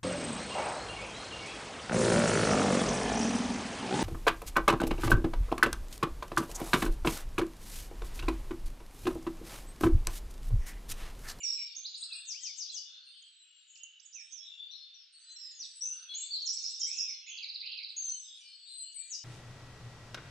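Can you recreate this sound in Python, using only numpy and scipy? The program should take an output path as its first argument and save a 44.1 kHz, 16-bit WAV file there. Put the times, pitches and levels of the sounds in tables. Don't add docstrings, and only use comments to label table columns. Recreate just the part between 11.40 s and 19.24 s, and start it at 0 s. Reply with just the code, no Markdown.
import sys
import numpy as np
from scipy import signal
from scipy.fft import rfft, irfft, next_fast_len
from scipy.io import wavfile
from scipy.ndimage import uniform_filter1d

SR = 44100
rng = np.random.default_rng(int(sys.argv[2]) if len(sys.argv) > 2 else 0)


def output_pcm(signal):
    pcm = np.clip(np.atleast_2d(signal).T, -1, 1) * 32767
    wavfile.write(sys.argv[1], SR, np.round(pcm).astype(np.int16))


def invert_db(x):
    u = np.asarray(x, float) / 20
    return 10 ** u


N = 345744

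LEFT_PAN_DB, FRONT_PAN_DB, AHEAD_PAN_DB, RIGHT_PAN_DB = 9, 1, -2, -8.5
BURR = .012


def rms_one(x):
    return x / np.sqrt(np.mean(x ** 2) + 1e-20)


def add(bus, start_s, sound, pan_db):
    at = max(round(start_s * SR), 0)
    sound = sound[:max(N - at, 0)]
    ears = invert_db(np.array([[pan_db / 2], [-pan_db / 2]]))
    bus[:, at:at + len(sound)] += sound * ears


def whistle(s, hz, db, fade_s, warble=0., burr=0., depth=0.):
    s = np.sort(s)
    t = s[0] + np.arange(int((s[-1] - s[0]) * SR)) / SR
    pitch = np.interp(t, s, hz)
    pitch = uniform_filter1d(pitch, size=max(len(t) // 16, 1), mode="nearest")
    waver = np.sin(2 * np.pi * 71 * t + hz[0]) * np.sin(2 * np.pi * 23 * t + hz[-1])
    flutter = np.interp(t, s, depth * np.ones(len(s))) * np.sin(2 * np.pi * warble * t)
    pitch = pitch * (1 + flutter + 2.3 * burr * waver)
    ends = np.clip(np.minimum(t - s[0], s[-1] - t) / fade_s, 0, 1)
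    envelope = invert_db(np.interp(t, s, db)) * np.sin(np.pi / 2 * ends) ** 2
    return envelope * np.sin(2 * np.pi * np.cumsum(pitch) / SR)


def song(shape, calls, pan_db, pitch=1):
    bus = np.zeros((2, N))
    s, hz, db = np.transpose(shape)
    for (start, level_db), factor in zip(calls, pitch * np.ones(len(calls))):
        note = whistle(s, hz * factor, db + level_db, min(.003, s[-1] / 3))
        add(bus, start + s[0], note, pan_db)
    return bus


# (t/s, length/s, f/Hz, level/dB)
LEFT_HELD = [(0.14, 0.12, 5460, -42.5), (.2, .14, 4700, -59.5), (1.5, .2, 4200, -60.5),
             (1.74, .12, 4350, -64), (3.79, .1, 6130, -69), (3.83, .08, 4900, -66.5),
             (2.67, 0.076, 7050, -62.5), (3.11, 0.071, 2760, -60.5), (3.23, 0.042, 4600, -72.5),
             (2.0, 0.23, 2900, -65.5), (2.12, 0.12, 3300, -69.5), (1.0, 0.041, 1980, -71.5),
             (2.34, .14, 6865, -64), (.3, 0.11, 3560, -58.5), (4.33, .02, 8800, -63),
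             (3.73, 0.2, 4450, -61.5), (3.99, 0.15, 4860, -57.5), (4.03, .1, 5200, -57),
             (4.33, 0.31, 8855, -70.5), (4.68, 0.079, 3370, -45), (4.82, 0.05, 3550, -47.5),
             (4.77, 0.045, 3420, -53), (4.88, 0.046, 3500, -52.5), (5.69, 0.11, 4240, -57.5),
             (5.91, 0.085, 6200, -62), (7.07, .1, 5070, -65), (6.57, 0.046, 4600, -56.5),
             (6.85, .1, 5100, -62), (7.47, 0.064, 4550, -62), (7.67, .15, 3880, -67.5),
             (8.1, 0.11, 3650, -61.5), (7.25, 0.11, 3700, -59.5)]
FRONT_HELD = [(0.0, 0.03, 7130, -41), (0.74, 0.075, 2750, -49), (2.33, 0.051, 3000, -56.5),
              (2.39, 0.09, 3030, -52), (2.5, .1, 2980, -58.5), (3.35, 0.22, 3582, -55.5),
              (3.86, 0.13, 4090, -51.5), (4.0, .14, 4100, -60), (3.89, 0.039, 6170, -58.5),
              (3.91, 0.029, 6660, -61), (4.14, 0.067, 6980, -55), (4.357, 0.012, 8000, -44),
              (4.38, 0.15, 8000, -64.5), (0.015, .04, 4540, -64.5), (.17, 0.075, 2880, -53.5),
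              (5.775, 0.014, 3430, -52), (4.77, 0.07, 6590, -48), (5.41, 0.071, 3166, -47),
              (6.64, 0.12, 4275, -54.5), (6.73, 0.046, 3060, -51.5), (6.83, 0.14, 3690, -54),
              (7.0, 0.077, 2386, -63), (7.0, 0.16, 3006, -57), (7.42, .11, 2964, -56.5),
              (7.625, 0.05, 6900, -58), (7.72, 0.039, 2790, -59), (7.77, 0.073, 2980, -59)]
RIGHT_HELD = [(0.8, 0.093, 3610, -55.5), (1.0, 0.13, 4200, -60), (1.01, 0.072, 3167, -52.5),
              (1.32, .04, 3360, -51), (1.36, 0.072, 2950, -51), (1.8, 0.092, 3175, -56.5),
              (1.675, .045, 3610, -57), (3.0, 0.037, 5480, -54.5), (4.01, 0.039, 5186, -43),
              (5.86, 0.15, 3420, -53)]
# (t/s, length/s, first f/Hz, last f/Hz, level/dB)
LEFT_SETTLING = [(0.49, 0.15, 7100, 6800, -60), (1.634, 0.58, 9000, 7507, -71),
                 (2.27, 0.13, 7040, 6690, -59.5), (2.27, 0.12, 7640, 7580, -68),
                 (3.0, .15, 3302, 3498, -52.5), (3.05, 0.098, 3786, 3540, -51.5),
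                 (3.172, 0.089, 3316, 3588, -44), (3.017, 0.087, 3790, 4010, -61.5),
                 (3.302, 0.035, 3332, 4330, -50), (3.354, .15, 4200, 4340, -59),
                 (4.104, 0.11, 6850, 6580, -59.5), (4.443, 0.23, 2468, 2887, -63),
                 (6.79, 0.11, 5480, 5140, -60.5), (6.93, 0.47, 9140, 7550, -70),
                 (7.031, 0.06, 5450, 5110, -60.5), (7.017, .3, 4637, 4483, -60),
                 (7.05, 0.21, 4090, 4340, -58)]
FRONT_SETTLING = [(3.052, 0.15, 7750, 6955, -70), (4.403, 0.086, 5345, 6286, -33.5),
                  (4.486, 0.064, 6340, 5883, -38.5), (4.737, 0.055, 5950, 7020, -38),
                  (4.769, 0.082, 7210, 7700, -43.5), (4.905, 0.025, 4260, 4600, -36.5),
                  (6.563, 0.015, 6100, 6870, -37), (6.57, 0.095, 6830, 6136, -35),
                  (7.552, 0.13, 2207, 2437, -63.5), (.045, .17, 4420, 4130, -55.5),
                  (5.53, .03, 6500, 7400, -50)]
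RIGHT_SETTLING = [(0.029, 0.058, 6020, 5410, -31), (0.346, 0.023, 4820, 6640, -47),
                  (0.362, 0.037, 6720, 6176, -38.5), (3.72, 0.42, 8720, 7330, -62.5),
                  (2.723, 0.034, 4700, 6780, -50), (5.864, 0.016, 6450, 7000, -52)]
# (t/s, length/s, first f/Hz, last f/Hz, level/dB)
LEFT_EVEN = [(0.277, 0.0097, 5860, 3740, -54), (0.697, 0.046, 2797, 2390, -49.5),
             (2.096, 0.17, 7630, 7070, -72.5), (2.749, 0.043, 2800, 2224, -53),
             (2.793, 0.074, 8000, 7980, -65.5), (2.896, .08, 3205, 3535, -64.5),
             (3.327, .024, 4274, 3680, -46.5), (3.302, 0.086, 5910, 5090, -57),
             (3.404, 0.037, 5020, 5040, -60), (3.535, .09, 5960, 5060, -58),
             (2.775, 0.046, 2135, 1727, -72), (4.225, 0.15, 7880, 8080, -62), (.565, .008, 5600, 9000, -60),
             (.712, .008, 5600, 8600, -62), (7.267, 0.073, 8444, 8450, -54.5),
             (7.316, 0.084, 8400, 7940, -53.5), (7.521, 0.015, 5320, 8930, -60)]
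FRONT_EVEN = [(0.0, 0.035, 2974, 2694, -45), (4.691, .13, 8660, 7880, -70.5),
              (4.924, 0.035, 4664, 3937, -31), (5.012, 0.036, 4625, 4047, -36.5),
              (5.018, 0.0094, 5140, 7210, -49.5), (5.878, 0.048, 7040, 5980, -45),
              (6.495, 0.025, 8890, 6980, -70), (7.27, 0.19, 4070, 4236, -48)]
RIGHT_EVEN = [(0.005, 0.019, 2537, 2170, -51), (.035, .014, 2642, 2254, -49),
              (0.0, 0.24, 8017, 7410, -57.5), (0.088, 0.03, 5566, 5492, -32), (.115, .022, 5465, 5136, -33),
              (0.175, 0.018, 2513, 2287, -46.5), (0.199, .022, 2524, 2240, -48.5),
              (2.61, 0.046, 7370, 7900, -63.5), (2.65, 0.017, 7140, 6440, -50.5),
              (2.907, 0.028, 6200, 6660, -47.5), (3.956, 0.11, 5580, 5214, -47.5),
              (6.634, 0.31, 8440, 7360, -61), (6.965, .05, 7370, 6950, -66.5)]


def single_notes():
    settle_rate = 2.5
    drift = .008
    burr_top_hz = 3800
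    bus = np.zeros((2, N))
    part = np.linspace(0, 1, 9)
    settle = np.expm1(-settle_rate * part) / np.expm1(-settle_rate)
    sides = ((LEFT_HELD, LEFT_SETTLING, LEFT_EVEN, LEFT_PAN_DB),
             (FRONT_HELD, FRONT_SETTLING, FRONT_EVEN, FRONT_PAN_DB),
             (RIGHT_HELD, RIGHT_SETTLING, RIGHT_EVEN, RIGHT_PAN_DB))
    for held, settling, even, pan_db in sides:
        held = [(s, length, hz, hz, db) for s, length, hz, db in held]
        for notes, path in ((held + even, part), (settling, settle)):
            for s, length, first_hz, last_hz, db in notes:
                long = np.clip(length / .1, 0, 1)
                wander = 1 + long * drift * np.sin(5 * part + 40 * s)
                hz = (first_hz + path * (last_hz - first_hz)) * wander
                burr = BURR * long * (1 if hz.mean() < burr_top_hz else .12)
                swell_db = db - 1.7 * np.clip(.5 - part, 0, 1)
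                note = whistle(part * length, hz, swell_db, min(0.16 * length, .012), burr=burr)
                add(bus, s, note, pan_db)
    return bus


# (t/s, length/s, f/Hz, level/dB)
CLEAR_HELD = [(1.73, .06, 3090, -54), (1.665, .05, 2740, -58), (4.9, 0.11, 3700, -57.5),
              (4.52, .05, 2830, -57), (4.6, .04, 2850, -62), (4.97, 0.09, 3200, -56),
              (1.42, .02, 4600, -61), (1.68, .07, 4650, -61.5), (1.755, .04, 4900, -63.5),
              (1.7, .13, 3400, -65), (2, 0.033, 3950, -60), (1.85, .11, 4100, -64.5),
              (1.73, .12, 3400, -63.5), (2.37, .12, 2780, -57.5), (2.4, .1, 2930, -59.5),
              (2.26, .07, 2980, -64), (1.43, .1, 2900, -61), (2.8, 0.014, 2300, -70),
              (2.585, .012, 6300, -63), (6.66, .04, 3300, -59), (7.0, .025, 5830, -60.5),
              (7.47, .2, 4380, -57)]


def clear_notes():
    bus = np.zeros((2, N))
    for s, length, hz, db in CLEAR_HELD:
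        fade_s = min(.2 * length, .012)
        note = whistle([0, length], [hz * 1.004, hz * .996], [db, db], fade_s, burr=BURR / 8)
        add(bus, s, note, -2.5)
    return bus


# (t/s, f/Hz, level/dB)
VEE = [(0, 7420, -10), (.012, 6390, -8), (.02, 5546, -1.5), (.03, 5080, -3.5), (.055, 5934, -2),
       (.06, 6326, -39.5), (.102, 5550, -31.5), (.117, 5126, -5.5), (.145, 6430, -14.5)]
# (t/s, level/dB)
VEE_CALLS = [
    (5.051, -27.5),
    (5.22, -31.5),
    (5.393, -27),
    (5.566, -27.5),
]
VEE_PITCH = [1.0, .975, 1.0, .975]


def vee_song():
    return song(VEE, VEE_CALLS, -2, np.array(VEE_PITCH))


# (t/s, f/Hz, level/dB)
RISE = [(0, 3197, -16.5), (.02, 4110, 7), (.027, 4830, 1), (.034, 5480, -3)]
# (t/s, level/dB)
RISE_CALLS = [
    (0.438, -41.5),
    (0.529, -45),
    (0.611, -42),
    (0.707, -43),
]


def rise_song():
    return song(RISE, RISE_CALLS, -1)


# (t/s, f/Hz, level/dB)
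SLASH = [(0, 5226, -27), (.013, 7650, -11), (.019, 7860, -16.5), (.0195, 7400, -37.5), (.02, 6700, -13.5),
         (.035, 6600, -1), (.06, 5360, 0), (.08, 4520, -2.5)]
# (t/s, level/dB)
SLASH_CALLS = [
    (0.849, -37.5),
    (0.998, -37.5),
    (1.152, -37.5),
    (1.307, -38.5),
    (7.676, -37.5),
]
SLASH_PITCH = [1.005, 1.0, .985, 1.0, 1.03]


def slash_song():
    return song(SLASH, SLASH_CALLS, 8.5, np.array(SLASH_PITCH))


# (t/s, f/Hz, level/dB)
TRILL = [(0, 5450, -11), (.008, 4795, 2), (.014, 4450, 5), (.021, 3900, 7), (.024, 3760, 3)]


def trill():
    start_s, period_s, strokes = 5.967, .0575, 10
    effort, pitch = rng.standard_normal((strokes, 2)).T
    db = -44.5 + .7 * effort
    pitch = 1 + .006 * pitch
    db[0], db[-1], pitch[-1] = -49.5, -48, .99
    starts = start_s + period_s * np.arange(strokes)
    octave = song(TRILL, list(zip(starts, db - 48)), AHEAD_PAN_DB, 2 * pitch)
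    return song(TRILL, list(zip(starts, db)), AHEAD_PAN_DB, pitch) + octave


# (t/s, f/Hz, level/dB)
DIP = [(0, 6454, -1), (.042, 5954, -1), (.084, 6350, 0)]
# (t/s, level/dB)
DIP_CALLS = [
    (6.655, -34),
]


def dip_song():
    return song(DIP, DIP_CALLS, FRONT_PAN_DB)


# (t/s, f/Hz, level/dB)
SWOOP = [(0, 6250, -2), (.022, 5705, 6), (.034, 4800, 2.5), (.048, 3900, -2), (.07, 3325, -5.5)]
# (t/s, level/dB)
SWOOP_CALLS = [
    (4.189, -43),
]


def swoop_song():
    return song(SWOOP, SWOOP_CALLS, AHEAD_PAN_DB)


# (t/s, f/Hz, level/dB)
SEET = [(0, 8535, -6.5), (.05, 8093, -2), (.06, 7900, -4.5), (.07, 7610, -17)]
# (t/s, level/dB)
SEET_CALLS = [
    (0.571, -48),
    (0.719, -48),
    (7.372, -44),
    (7.541, -41.5),
]
SEET_PITCH = [1.0, 1.0, 0.97, 0.98]


def seet_song():
    return song(SEET, SEET_CALLS, 11.5, np.array(SEET_PITCH))


# (t/s, f/Hz, level/dB)
FLICK = [(0, 6467, 3.5), (.02, 7996, 0), (.033, 7730, -6)]
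# (t/s, level/dB)
FLICK_CALLS = [
    (5.117, -45),
    (5.287, -50),
    (5.457, -45),
]


def flick_song():
    return song(FLICK, FLICK_CALLS, AHEAD_PAN_DB)


# (t/s, f/Hz, level/dB)
TICK = [(0, 5370, 6.4), (.004, 3700, 11)]
# (t/s, level/dB)
TICK_CALLS = [(4.313, -59), (4.539, -67), (4.568, -61), (4.593, -64), (4.629, -58.5), (4.704, -65)]


def ticks():
    return song(TICK, TICK_CALLS, AHEAD_PAN_DB)


# (t/s, length/s, top f/Hz, level/dB, warble rate/Hz)
ARCHES = [
    (5.456, 0.27, 2685, -52, 94),
    (5.857, 0.2, 3080, -44.5, 66),
    (6.215, .205, 3004, -45, 72),
]
ARCH_FLUTTER = [0.04, 0.12, .11]


def arches():
    foot_hz, swell_db = 1945, 4.5
    bus = np.zeros((2, N))
    part = np.linspace(0, 1, 12)
    for (start, length, top_hz, db, per_s), depth in zip(ARCHES, ARCH_FLUTTER):
        rise = np.sin(np.pi * part) ** .62
        bow = foot_hz + (top_hz - foot_hz) * rise
        level_db = db + swell_db * (rise - 1)
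        flutter = depth * (.3 + .7 * rise)
        note = whistle(part * length, bow, level_db, 0.022, per_s, BURR / 2, flutter)
        add(bus, start, note, -8.5)
    return bus


# (t/s, length/s, first f/Hz, last f/Hz, level/dB)
RASPS = [(4.69, .07, 4200, 4100, -46), (4.8, 0.09, 4050, 4500, -53.5), (6.87, 0.12, 3450, 3350, -55),
         (4.73, .11, 3000, 2950, -52.5), (1.45, 0.15, 3500, 3600, -54.5), (1.6, 0.068, 4400, 4400, -60.5),
         (5.45, 0.12, 4300, 4200, -59), (5.15, .17, 4400, 4200, -50.5), (4.17, .08, 3100, 2450, -66),
         (4.7, .17, 2350, 2330, -66.5), (5.13, .12, 2450, 2300, -69), (4.72, .14, 5100, 5250, -64),
         (4.955, .07, 4900, 5500, -55.5), (4.64, .04, 2700, 2650, -59)]


def rasps():
    shake_per_s, shake_share = 110, .04
    bus = np.zeros((2, N))
    for s, length, first_hz, last_hz, db in RASPS:
        note = whistle([0, length], [first_hz, last_hz], [db, db], 0.009, shake_per_s, BURR, shake_share)
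        add(bus, s, note, FRONT_PAN_DB)
    return bus


# (t/s, length/s, first f/Hz, last f/Hz, level/dB)
CHIPS = [(1.819, 0.014, 7220, 6130, -64), (2.352, .011, 6990, 3310, -59.5), (2.358, .009, 3310, 2210, -60),
         (2.369, 0.01, 3500, 7020, -59.5), (2.436, .009, 6150, 6990, -51.5),
         (2.363, .006, 4700, 6820, -65.5), (2.431, .005, 8210, 7300, -60), (2.432, 0.0081, 7230, 6060, -46),
         (2.596, 0.012, 3700, 7420, -56)]


def chips():
    bus = np.zeros((2, N))
    for s, length, first_hz, last_hz, db in CHIPS:
        note = whistle([0, length], [first_hz, last_hz], [db, db], 0.42 * length)
        add(bus, s, note, -11.5)
    return bus


# (t/s, f/Hz, level/dB)
PEAK = [(0, 3014, -11.5), (.018, 4140, -1.5), (.026, 4160, 7), (.036, 4000, -6.5), (.045, 3150, -3.5)]
# (t/s, level/dB)
PEAK_CALLS = [
    (1.278, -50.5),
]


def peak_song():
    return song(PEAK, PEAK_CALLS, -10.5)


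# (t/s, f/Hz, level/dB)
HOOK = [(0, 4420, -17), (.012, 5700, -1.5), (.025, 6230, 6), (.05, 5854, -2), (.08, 5380, 3),
        (.13, 5410, -11)]
# (t/s, level/dB)
HOOK_CALLS = [
    (2.731, -55),
    (2.914, -54),
]


def hook_song():
    return song(HOOK, HOOK_CALLS, -12.5)


# (t/s, f/Hz, level/dB)
BOW = [(0, 2200, 0.5), (.06, 3300, 1), (.065, 3200, -12), (.1, 3350, -12.5), (.105, 3300, -2.5),
       (.135, 2500, 1.5), (.17, 2150, -3)]
# (t/s, level/dB)
BOW_CALLS = [
    (.94, -60),
]


def bow_song():
    return song(BOW, BOW_CALLS, -10.5)


# (t/s, length/s, pulse rate/Hz, throat f/Hz, level/dB)
CROAKS = [
    (0.557, 0.29, 99, 1380, -81),
    (0.62, 0.3, 108, 1706, -79.5),
    (1.416, 0.31, 122, 1530, -82.5),
    (3.684, 0.74, 79, 1890, -80.5),
    (3.699, 0.36, 70, 1490, -86),
    (4.453, 0.29, 75, 1495, -75.5),
    (7.557, 0.19, 110, 1945, -77),
]


def frogs():
    bus = np.zeros((2, N))
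    r = np.exp(-np.pi * 300 / SR)
    for start, length, per_s, hz, db in CROAKS:
        t = np.arange(0, length, 1 / SR)
        pulses = np.diff(np.floor(t * per_s + .15 * np.sin(t * 37)), prepend=0)
        sac = [1, -2 * r * np.cos(2 * np.pi * hz / SR), r * r]
        ring = signal.lfilter([1, 0, -1], sac, pulses)
        ring = signal.lfilter([1], sac, ring)
        croak = invert_db(db) * rms_one(ring) * np.sin(np.pi * t / length)
        add(bus, start, croak, -3)
    return bus


# (low f/Hz, high f/Hz, fade/s)
WOOD_T60_S = [
    (720, 3310, 0.93),
    (2770, 7196, 0.7),
    (5982, 12770, 0.7),
]


def among_trees(dry, direct_db, tail_db):
    t = np.arange(round(1.2 * SR)) / SR
    size = next_fast_len(N + len(t))
    noise = rng.standard_normal((3, len(t)))
    tails = 0
    for low_hz, high_hz, t60 in WOOD_T60_S:
        band = signal.sosfilt(signal.butter(2, [low_hz, high_hz], "band", fs=SR, output="sos"), noise)
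        trunks, leaves = invert_db(-60 * t / t60), 2.0 * invert_db(-60 * t / 0.29)
        tails = tails + band * (trunks + leaves) * np.clip(t / 0.00049, 0, 1)
    tails = rfft(tails / np.sqrt(np.sum(tails ** 2) / 3 * 2), size)
    left, right = rfft(dry, size)
    shared = 0.83 * tails[2]
    wet_left = (left + 0.086 * right) * (shared + 1.314 * tails[0])
    wet_right = (right + 0.27 * left) * (shared + 1.0 * tails[1])
    wet = irfft(np.array([wet_left, wet_right]), size)[:, :N]
    return invert_db(direct_db) * dry + invert_db(tail_db) * wet


# (t/s, low voices level/dB, high voices level/dB)
HAZE = [(0.0, -55.5, -54), (.5, -61.5, -56), (1.29, -58.5, -56), (1.901, -66, -67), (2.44, -69.5, -77),
        (3.359, -62, -65.5), (3.75, -72, -62.5), (4.671, -62, -65), (5.06, -60, -51.5), (5.699, -57.5, -61),
        (5.938, -54, -61), (6.242, -55.5, -52.5), (6.861, -66, -66.5), (7.291, -68, -60),
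        (7.84, -69.5, -63)]


def far_chorus():
    out = 0
    s, *levels = np.transpose(HAZE)
    for db, (low_hz, high_hz) in zip(levels, ((2550, 3900), (3400, 4800))):
        crowd = np.zeros((2, N))
        for when, pitch, glide, length, side, loud in rng.random((420, 6)):
            middle_hz = low_hz + (high_hz - low_hz) * pitch
            hz = middle_hz * (1 + .09 * (glide - .5) * np.array([-1, 1]))
            note = whistle([0, .03 + .12 * length], hz, [7 * loud] * 2, .01, burr=BURR / 4)
            add(crowd, when * N / SR, note, 14 * (side - .5))
        scattered = among_trees(crowd, direct_db=-18, tail_db=0)
        out = out + invert_db(np.interp(np.arange(N) / SR, s, db) - 2.5) * rms_one(scattered)
    return out


# (f/Hz, level/dB per Hz)
AIR = [(900, -30.5), (1500, -15), (2000, -16.5), (3000, -0.5), (4500, -13), (6000, -17), (8000, -28.5),
       (10000, -46.5)]


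def air():
    air_db, pan_db = -82, -2.5
    ears = np.array([[1], [-1]])
    corner_hz, colour_db = np.transpose(AIR)
    hz = np.maximum(np.fft.rfftfreq(N, 1 / SR), 10)
    colour = invert_db(np.interp(np.log(hz), np.log(corner_hz), colour_db))
    mid, side = irfft(rfft(rng.standard_normal((2, N))) * colour, N)
    low = signal.sosfilt(signal.butter(2, [1000, 2000], "band", fs=SR, output="sos"), mid)
    return invert_db(air_db + pan_db / 2 * ears) * (mid + 0.24 * side * ears) / np.std(low)


def scene():
    close = rise_song() + trill() + ticks()
    beside = chips() + hook_song() + bow_song() + peak_song()
    near = single_notes() + clear_notes() + arches() + swoop_song() + dip_song()
    near = near + invert_db(-1) * beside
    hidden = slash_song() + vee_song() + flick_song() + seet_song() + rasps() + frogs()
    in_open = among_trees(near, direct_db=-3, tail_db=0.3)
    in_leaves = among_trees(hidden, direct_db=-4, tail_db=0.78)
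    overhead = among_trees(close, direct_db=0.5, tail_db=1.0)
    return beside + overhead + in_open + in_leaves + far_chorus() + air()


def roll_off(x):
    return signal.sosfilt(signal.butter(12, 9150, fs=SR, output="sos"), x)


def record(dry):
    cut = signal.sosfilt(signal.butter(6, [1200, 9400], "band", fs=SR, output="sos"), dry)
    return roll_off(cut)


dry = scene()
out = record(dry)
output_pcm(out)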